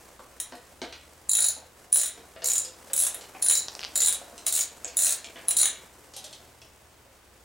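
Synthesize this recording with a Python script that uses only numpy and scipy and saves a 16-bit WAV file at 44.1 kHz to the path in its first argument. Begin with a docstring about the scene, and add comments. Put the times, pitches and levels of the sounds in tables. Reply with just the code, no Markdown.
"""In a wooden shed, about two metres away, a hand ratchet unscrews a spark plug from an engine.
On each of nine back-swings the pawl drops over a run of teeth and rings the steel head, handle and socket.
Between swings the tool knocks on the engine, a sleeve rubs and a few dry snaps sound.
Close plank walls add a short echo, and a faint hum and hiss lie underneath."""
import sys
import numpy as np
from scipy import signal
from scipy.fft import rfft, irfft, next_fast_len
from scipy.io import wavfile
from scipy.ndimage import uniform_filter1d

SR = 44100
rng = np.random.default_rng(int(sys.argv[2]) if len(sys.argv) > 2 else 0)


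def inscribe(sig):
    """Save sig as 16-bit PCM at rate SR to the path in sys.argv[1].

    A 1-D sig is mono; a 2-D sig holds one channel per row.
    Samples are clipped to [-1, 1] before scaling.
    """
    pcm = np.round(np.clip(np.atleast_2d(sig).T, -1, 1) * 32767)
    wavfile.write(sys.argv[1], SR, pcm.astype(np.int16))


N = 328103
TIME = np.arange(N) / SR


def undb(db):
    """Decibels to gain."""
    return 10 ** (np.asarray(db) / 20)


def colour(x, curve):
    """EQ a sound with a curve of (f/Hz, gain/dB) points and bring it to rms 1."""
    size = next_fast_len(N, True)
    points_hz, points_db = np.transpose(curve)
    bins_hz = np.maximum(np.fft.rfftfreq(size, 1 / SR), 1)
    gain_db = np.interp(np.log(bins_hz), np.log(points_hz), points_db)
    y = irfft(rfft(x, size) * undb(gain_db), size)[..., :N]
    return y / y.std()


def highpass(x, hz):
    """Roll off the bass, 12 dB an octave."""
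    return signal.sosfilt(signal.butter(2, hz, "high", fs=SR, output="sos"), x)


def unit(x):
    """Scale a hit to the energy of 5 ms at full level."""
    return x / np.sqrt(np.sum(x ** 2) / (.005 * SR))


def fade(t60_s, size=8192):
    """An exponential decay, 60 dB down after t60_s."""
    return np.exp(-np.log(1000) * TIME[:size] / t60_s)


def add(track, s, x):
    """Mix a sound in at s seconds."""
    i = int(s * SR)
    track[i:i + len(x)] += x[:N - i]


def drift(rate_hz):
    """Smooth random modulation with a spread of 1."""
    hold = int(SR / rate_hz)
    steps = np.repeat(rng.standard_normal(N // hold + 1), hold)
    y = uniform_filter1d(uniform_filter1d(steps, hold), hold)[:N]
    return y / y.std()


def ring(modes, detune, scatter_db, size=8192):
    """Struck modes; each hit lands a little differently and shifts their pitch and strength."""
    out = np.zeros(size)
    for hz, db, t60_s in modes:
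        sharp, strong, polarity = rng.standard_normal(3)
        tone = np.sign(polarity) * np.sin(2 * np.pi * hz * (1 + detune * sharp) * TIME[:size])
        out += undb(db + scatter_db * strong) * unit(fade(t60_s, size) * tone)
    return out


def burst(hz, octaves, t60_s, size=8192):
    """A short rough contact: a decaying band of noise."""
    edges_hz = np.clip([hz / 2 ** (octaves / 2), hz * 2 ** (octaves / 2)], 20, .45 * SR)
    band = signal.butter(3, edges_hz, "band", fs=SR, output="sos")
    return unit(signal.sosfilt(band, rng.standard_normal(size) * fade(t60_s, size)))


def room_tone(air_db=-59.5, side_db=-4, waver_db=3):
    """A wavering hum and faint hiss, with the bass in the centre."""
    # spectrum of still air and hiss: f/Hz, level/dB
    air_eq = [(15, -53), (25, -6.5), (40, -22), (64, -8.5), (130, -13.5), (166, -17.5), (200, -14),
              (242, -18), (1100, -19.5), (1790, -21.5), (2410, -23), (2690, -23), (13600, -36),
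              (16000, -28)]
    # tones of the hum: f/Hz, level/dB
    hum_tones = [(59.3, -69.5), (78, -68.5), (119, -73)]
    mid = colour(rng.standard_normal(N), air_eq)
    side = highpass(colour(rng.standard_normal(N), air_eq), hz=151)
    hum = np.zeros(N)
    for hz, db in hum_tones:
        peak = np.sqrt(2) * undb(db + waver_db * drift(rate_hz=4.02))
        hum += peak * np.sin(2 * np.pi * hz * TIME + .34 * drift(rate_hz=5.8))
    return hum + undb(air_db) * (mid + undb(side_db) * np.array([side, -side]))


def sleeve(rub_db=2, side_db=-12):
    """Cloth catches and slips in small soft grains as the arm works."""
    # envelope of the rubbing: t/s, level/dB
    envelope = [(0.0, -57), (0.46, -57), (0.66, -59), (1.3, -58.5), (1.49, -61.5), (1.7, -58),
                (3.32, -52.5), (3.46, -51.5), (4.02, -53.5), (5.53, -53), (5.95, -57.5), (6.34, -56),
                (6.82, -61.5), (7.44, -63)]
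    # spectrum of the cloth: f/Hz, level/dB
    cloth_eq = [(60, -41), (150, -5), (350, 1), (550, 1.5), (900, -2), (1700, -7), (3500, -15), (8000, -9),
                (15000, -19)]
    level_db = np.interp(TIME, *np.transpose(envelope))
    grain_db = 1.8 * drift(rate_hz=300) + 1.1 * drift(rate_hz=20)
    mid, side = colour(rng.standard_normal((2, N)) * undb(grain_db), cloth_eq)
    return (mid + undb(side_db) * np.array([side, -side])) * undb(level_db + rub_db)


def engine(contact_t60_s):
    """A rough push rings the engine's body."""
    # midrange modes of the engine and its cover: f/Hz, level/dB, t60/s
    body_modes = [(506.5, -1.5, 0.17), (582, -7.5, 0.013), (689, -0.5, 0.072), (864, -5.5, 0.0069),
                  (1500, -10.5, 0.0082)]
    push = rng.standard_normal(2048) * fade(contact_t60_s / 2, size=2048)
    return unit(signal.fftconvolve(push, ring(body_modes, detune=.04, scatter_db=2)))


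def knocks(thud_db=4, body_db=4, clack_db=1, tick_db=1, tick_body_db=-11,
           nudges=14, nudge_db=-54, work_s=(1.5, 5.5)):
    """Bumps, ticks and nudges ring the engine; the contact itself clacks, or scrapes when it lasts."""
    # tool and hand bump the engine: t/s, thud/dB, body/dB, clack/dB, clack f/Hz, contact t60/s
    bumps = [(0.192, -59, -50.5, -61, 1800, .036), (0.522, -49, -46.5, -49.5, 2260, 0.015),
             (0.817, -40.5, -42, -38.5, 2600, 0.018), (0.838, -51, -51, -48, 2300, 0.034),
             (0.925, -60, -58, -43.5, 2570, .05), (1.565, -62, -52, -55, 5000, .03),
             (2.177, -63, -53, -57, 2200, .03), (2.362, -76, -50, -50, 1580, 0.043),
             (2.42, -61, -46.5, -43, 2880, 0.073), (2.9, -68, -49.5, -52.5, 2200, 0.043),
             (3.349, -57, -49.5, -48.5, 1380, 0.019), (4.213, -79, -46.5, -65, 1500, 0.025),
             (4.326, -58, -52.5, -78, 3000, 0.036), (4.846, -60, -49.5, -45.5, 2600, 0.026),
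             (5.358, -55.5, -52, -44, 1680, 0.14), (7.055, -73, -60.5, -80, 1900, .022)]
    # low modes of the engine and its cover: f/Hz, level/dB, t60/s
    thud_modes = [(258, 0, .09), (290, -4, .06), (335, -2, .05)]
    # the socket ticks on the plug as it takes load or is pulled off: t/s, level/dB, f/Hz, contact t60/s
    ticks = [(0.553, -53, 6000, 0.026), (2.648, -39, 5260, 0.034), (3.21, -46.5, 4420, 0.039),
             (4.379, -45.5, 5100, .011), (4.877, -43, 4400, 0.035), (5.244, -41.5, 4020, 0.014),
             (6.137, -47, 4600, .055), (6.164, -39.5, 5700, .099), (6.242, -42, 5300, 0.047),
             (6.328, -45.5, 4400, 0.036), (6.617, -52, 3560, .019)]
    out = np.zeros(N)
    for s, low_db, mid_db, top_db, hz, t60_s in bumps:
        add(out, s, undb(low_db + thud_db) * unit(ring(thud_modes, detune=.02, scatter_db=1.5)))
        add(out, s, undb(mid_db + body_db) * engine(t60_s))
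        add(out, s, undb(top_db + clack_db) * burst(hz, octaves=2.25, t60_s=t60_s))
    for s, db, hz, t60_s in ticks:
        add(out, s, undb(db + tick_db) * burst(hz, octaves=1.8, t60_s=t60_s))
        add(out, s, undb(db + tick_body_db) * engine(t60_s))
    for k in range(nudges):  # faint random touches while the arm works
        s = np.interp(k + rng.random(), (0, nudges), work_s)
        add(out, s, undb(nudge_db + 1.5 * rng.standard_normal()) * engine(contact_t60_s=.04))
    return highpass(out, hz=210)  # the small cover radiates no deep bass


def teeth(force_scatter_db=.63, ring_scatter_db=1.57, weaken_db=1.5,
          lift_s=.005, lift_db=-22.5, settle_s=.019, settle_db=-11):
    """The hand eases over evenly spaced teeth. Yields t/s and (crack, rattle, handle, socket, head)/dB."""
    # runs of the pawl; where the hand hesitates, a back-swing breaks into shorter runs:
    # t/s, length/s, teeth, slowing (-1..1), ease (0..1), crack/dB, engine rattle/dB, handle/dB,
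    # socket/dB on the first tooth and on the last, head/dB on the first tooth and on the last
    runs = [(0.4005, 0, 1, 0, 0, -29, -57, -38.5, -39, -39, -32.5, -32),
            (1.293, .191, 11, .05, .15, -26.5, -46, -31.5, -24, -26, -25, -23.5),
            (1.926, .132, 9, .25, .41, -26, -49, -36.5, -35, -33, -16, -33.5),
            (2.443, .137, 9, .35, .23, -26, -47, -39.5, -26, -21.5, -50, -34.5),
            (2.933, 0, 1, 0, 0, -23.5, -42, -40, -35, -38, -30.5, -29),
            (2.963, .1035, 9, .13, .33, -24.5, -46.5, -42, -37, -41, -24.5, -27.5),
            (3.144, 0, 1, 0, 0, -34, -42.5, -43, -46, -43, -32, -36),
            (3.423, .039, 3, -0.14, 0, -29, -50, -37.5, -26.5, -35, -17, -23.5),
            (3.484, .0894, 7, .34, .35, -24.5, -44.5, -29, -25.5, -21, -17, -35),
            (3.956, .019, 2, 0, 0, -23, -38, -30.5, -24.5, -23, -35, -37),
            (4.003, .080, 7, -.2, 0, -25, -50, -30, -18.5, -32.5, -30, -22),
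            (4.125, 0, 1, 0, 0, -25.5, -53.5, -34, -36, -37, -28.5, -26),
            (4.465, .015, 2, 0, 0, -22.5, -41, -31.5, -30.5, -37, -25, -33),
            (4.524, .0844, 7, .17, .29, -23.5, -44, -36.5, -38, -25, -42, -36),
            (4.969, .153, 12, -.15, .39, -23.5, -42, -35.5, -23.5, -41, -22, -37),
            (5.483, .025, 2, 0, 0, -24, -46, -32.5, -52, -27, -21, -23.5),
            (5.567, .0886, 6, .23, .52, -23, -45.5, -27.5, -24.5, -25, -20.5, -24)]
    for start_s, length_s, count, slowing, ease, *levels_db in runs:
        *hit_db, socket_from, socket_to, head_from, head_to = levels_db
        first_db = np.array([*hit_db, socket_from, head_from])
        last_db = np.array([*hit_db, socket_to, head_to])
        if count > 1:  # the pawl ticks as it lifts out of its seat
            yield start_s - lift_s, first_db + lift_db
        for turned in np.linspace(0, 1, count):
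            lag = turned * (1 - turned) * (ease * (1 - 2 * turned) - slowing)
            force, seat, tilt = rng.standard_normal(3)
            force_db = force_scatter_db * force + weaken_db * (.5 - turned)
            offsets_db = [force_db, force_db, force_db, ring_scatter_db * seat, ring_scatter_db * tilt]
            yield start_s + length_s * (turned + lag), first_db + (last_db - first_db) * turned + offsets_db
        if count > 2:  # the loose tool rattles once more
            yield start_s + length_s + settle_s, last_db + settle_db


def pawl(t60_s=.011, rise_s=.00033, bounce_s=.001403, bounce_db=-2.5, landings=4, size=1024):
    """The pawl scrapes off a tooth, lands and bounces a few times within milliseconds."""
    touch = fade(t60_s, size) * (1 - np.exp(-TIME[:size] / rise_s))
    power, delay = np.zeros(size), 0
    for k, spread in enumerate(rng.uniform(.5, 1.5, landings)):
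        landing = undb(bounce_db * k) * np.pad(touch, (delay, 0))[:size]
        power += landing ** 2
        delay += int(spread * bounce_s * SR * (k + 1))
    return np.sqrt(power) * rng.standard_normal(size)


def ratchet(handle_db=-3, wheel_db=-8, socket_db=.5, head_db=2, chink_db=-2):
    """Each tooth cracks, rattles the engine and rings the handle, toothed wheel, socket and head."""
    # modes of the four steel parts: f/Hz, level/dB, t60/s
    handle = [(3880, -6, 0.03), (4110, -5.5, 0.0099)]
    wheel = [(11280, 0, .014), (14750, -6, .012), (15450, 1, .008)]
    socket = [(6994, 0.29, 0.022), (7156, -1.3, 0.02)]
    head = [(9734, 8.5, 0.017), (9930, 5.5, 0.011), (9970, -9.5, 0.087)]
    # spectrum of the steel-on-steel crack: f/Hz, level/dB
    crack_eq = [(100, -48), (1800, -31), (2700, -18.5), (3700, -8), (5000, -9), (6600, 0.5), (8500, 6),
                (10300, 2), (11500, -2.5), (12500, -49), (15600, -27)]
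    # spectrum of the rattle that the socket carries into the engine: f/Hz, level/dB
    rattle_eq = [(100, -33), (400, -12.5), (660, 3), (900, -12.5), (1500, -5), (2600, -10.5), (4000, -28),
                 (8000, -45)]
    # the socket shifts on the plug and chinks: t/s, level/dB, f/Hz
    chinks = [(4.8454, -27, 7250), (6.166, -44, 11000)]
    cracks, rattles, rings = np.zeros((3, N))
    for s, (crack_db, rattle_db, on_handle_db, on_socket_db, on_head_db) in teeth():
        force = pawl()
        add(cracks, s, undb(crack_db) * unit(force))
        add(rattles, s, undb(rattle_db) * unit(force))
        for modes, db in ((handle, on_handle_db + handle_db), (wheel, crack_db + wheel_db),
                          (socket, on_socket_db + socket_db), (head, on_head_db + head_db)):
            steel = ring(modes, detune=.007, scatter_db=2, size=2048)
            add(rings, s, undb(db) * unit(signal.fftconvolve(force, steel)))
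    for s, db, hz in chinks:
        add(rings, s, undb(db + chink_db) * burst(hz, octaves=.26, t60_s=.0058))
    return rings + cracks.std() * colour(cracks, crack_eq) + rattles.std() * colour(rattles, rattle_eq)


def snaps(snap_db=-2, weight_db=-11, weight_hz=1200):
    """A short creaking string of dry snaps, each with a little weight below it."""
    # the snaps: t/s, level/dB, f/Hz
    hits = [(3.684, -30, 4100), (3.7517, -35, 4700), (3.793, -34, 3900), (3.807, -39, 4500),
            (3.8155, -39, 3900), (3.8302, -36, 3300), (3.8353, -33, 3600), (3.843, -34, 3500),
            (3.849, -31, 4000)]
    out = np.zeros(N)
    for s, db, hz in hits:
        add(out, s, undb(db + snap_db) * burst(hz, octaves=1.14, t60_s=.0021))
        add(out, s, undb(db + weight_db) * burst(weight_hz, octaves=2.4, t60_s=.0058))
    return out


def walls(predelay_s=.00101, build_s=.002, lumpy_db=3, size=16384):
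    """Close plank walls return a dense echo, mostly alike in both ears, that lingers in the mids."""
    # bands of the shed's echo: f/Hz, t60/s, side level/dB
    bands = [(198, 0.14, -30.5), (682, 0.36, -12.5), (2000, 0.52, -12), (4020, 0.36, -12),
             (7660, 0.23, -17), (14000, 0.15, -2)]
    log_bins = np.log(np.fft.rfftfreq(size, 1 / SR) + 1)
    log_centres = np.log([band[0] for band in bands])
    noise = rng.standard_normal((2, size))
    lumps_db = lumpy_db * np.repeat(rng.standard_normal(size // 20 + 1), 20)[:size]
    spectra = rfft(noise * undb(lumps_db))
    echo = np.zeros((2, size))
    for k, (_, t60_s, side_db) in enumerate(bands):
        share = np.interp(log_bins, log_centres, np.arange(len(bands)) == k)
        mid, side = irfft(spectra * share, size) * fade(t60_s, size)
        echo += mid + undb(side_db) * np.array([side, -side])
    echo *= 1 - np.exp(-np.maximum(TIME[:size] - predelay_s, 0) / build_s)
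    return echo / np.sqrt(np.sum(echo ** 2) / 2)


def shed(send, echo_db=-1, patterns=16):
    """Arm and tool keep moving, so the pattern of the echo changes from moment to moment."""
    out, step = np.zeros((2, N)), N // patterns + 1
    for start in range(0, N, step):
        for ear, echo in zip(out, walls()):
            add(ear, start / SR, signal.fftconvolve(send[start:start + step], echo))
    return undb(echo_db) * out


def scene():
    """The work sits dead centre; the knocks arrive largely by the walls, the snaps mostly dry."""
    tool, bumps, creak = ratchet(), knocks(), snaps()
    direct = highpass(tool, hz=800) + undb(2.5) * bumps + undb(.5) * creak
    send = tool + undb(5.5) * bumps + undb(-5) * creak
    return direct + shed(send) + sleeve() + room_tone()


def record(dry, top_hz=15900):
    """A steep low-pass takes off the very top of the treble."""
    return signal.sosfilt(signal.ellip(10, .2, 70, top_hz, fs=SR, output="sos"), dry)


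dry = scene()
out = record(dry)
inscribe(out)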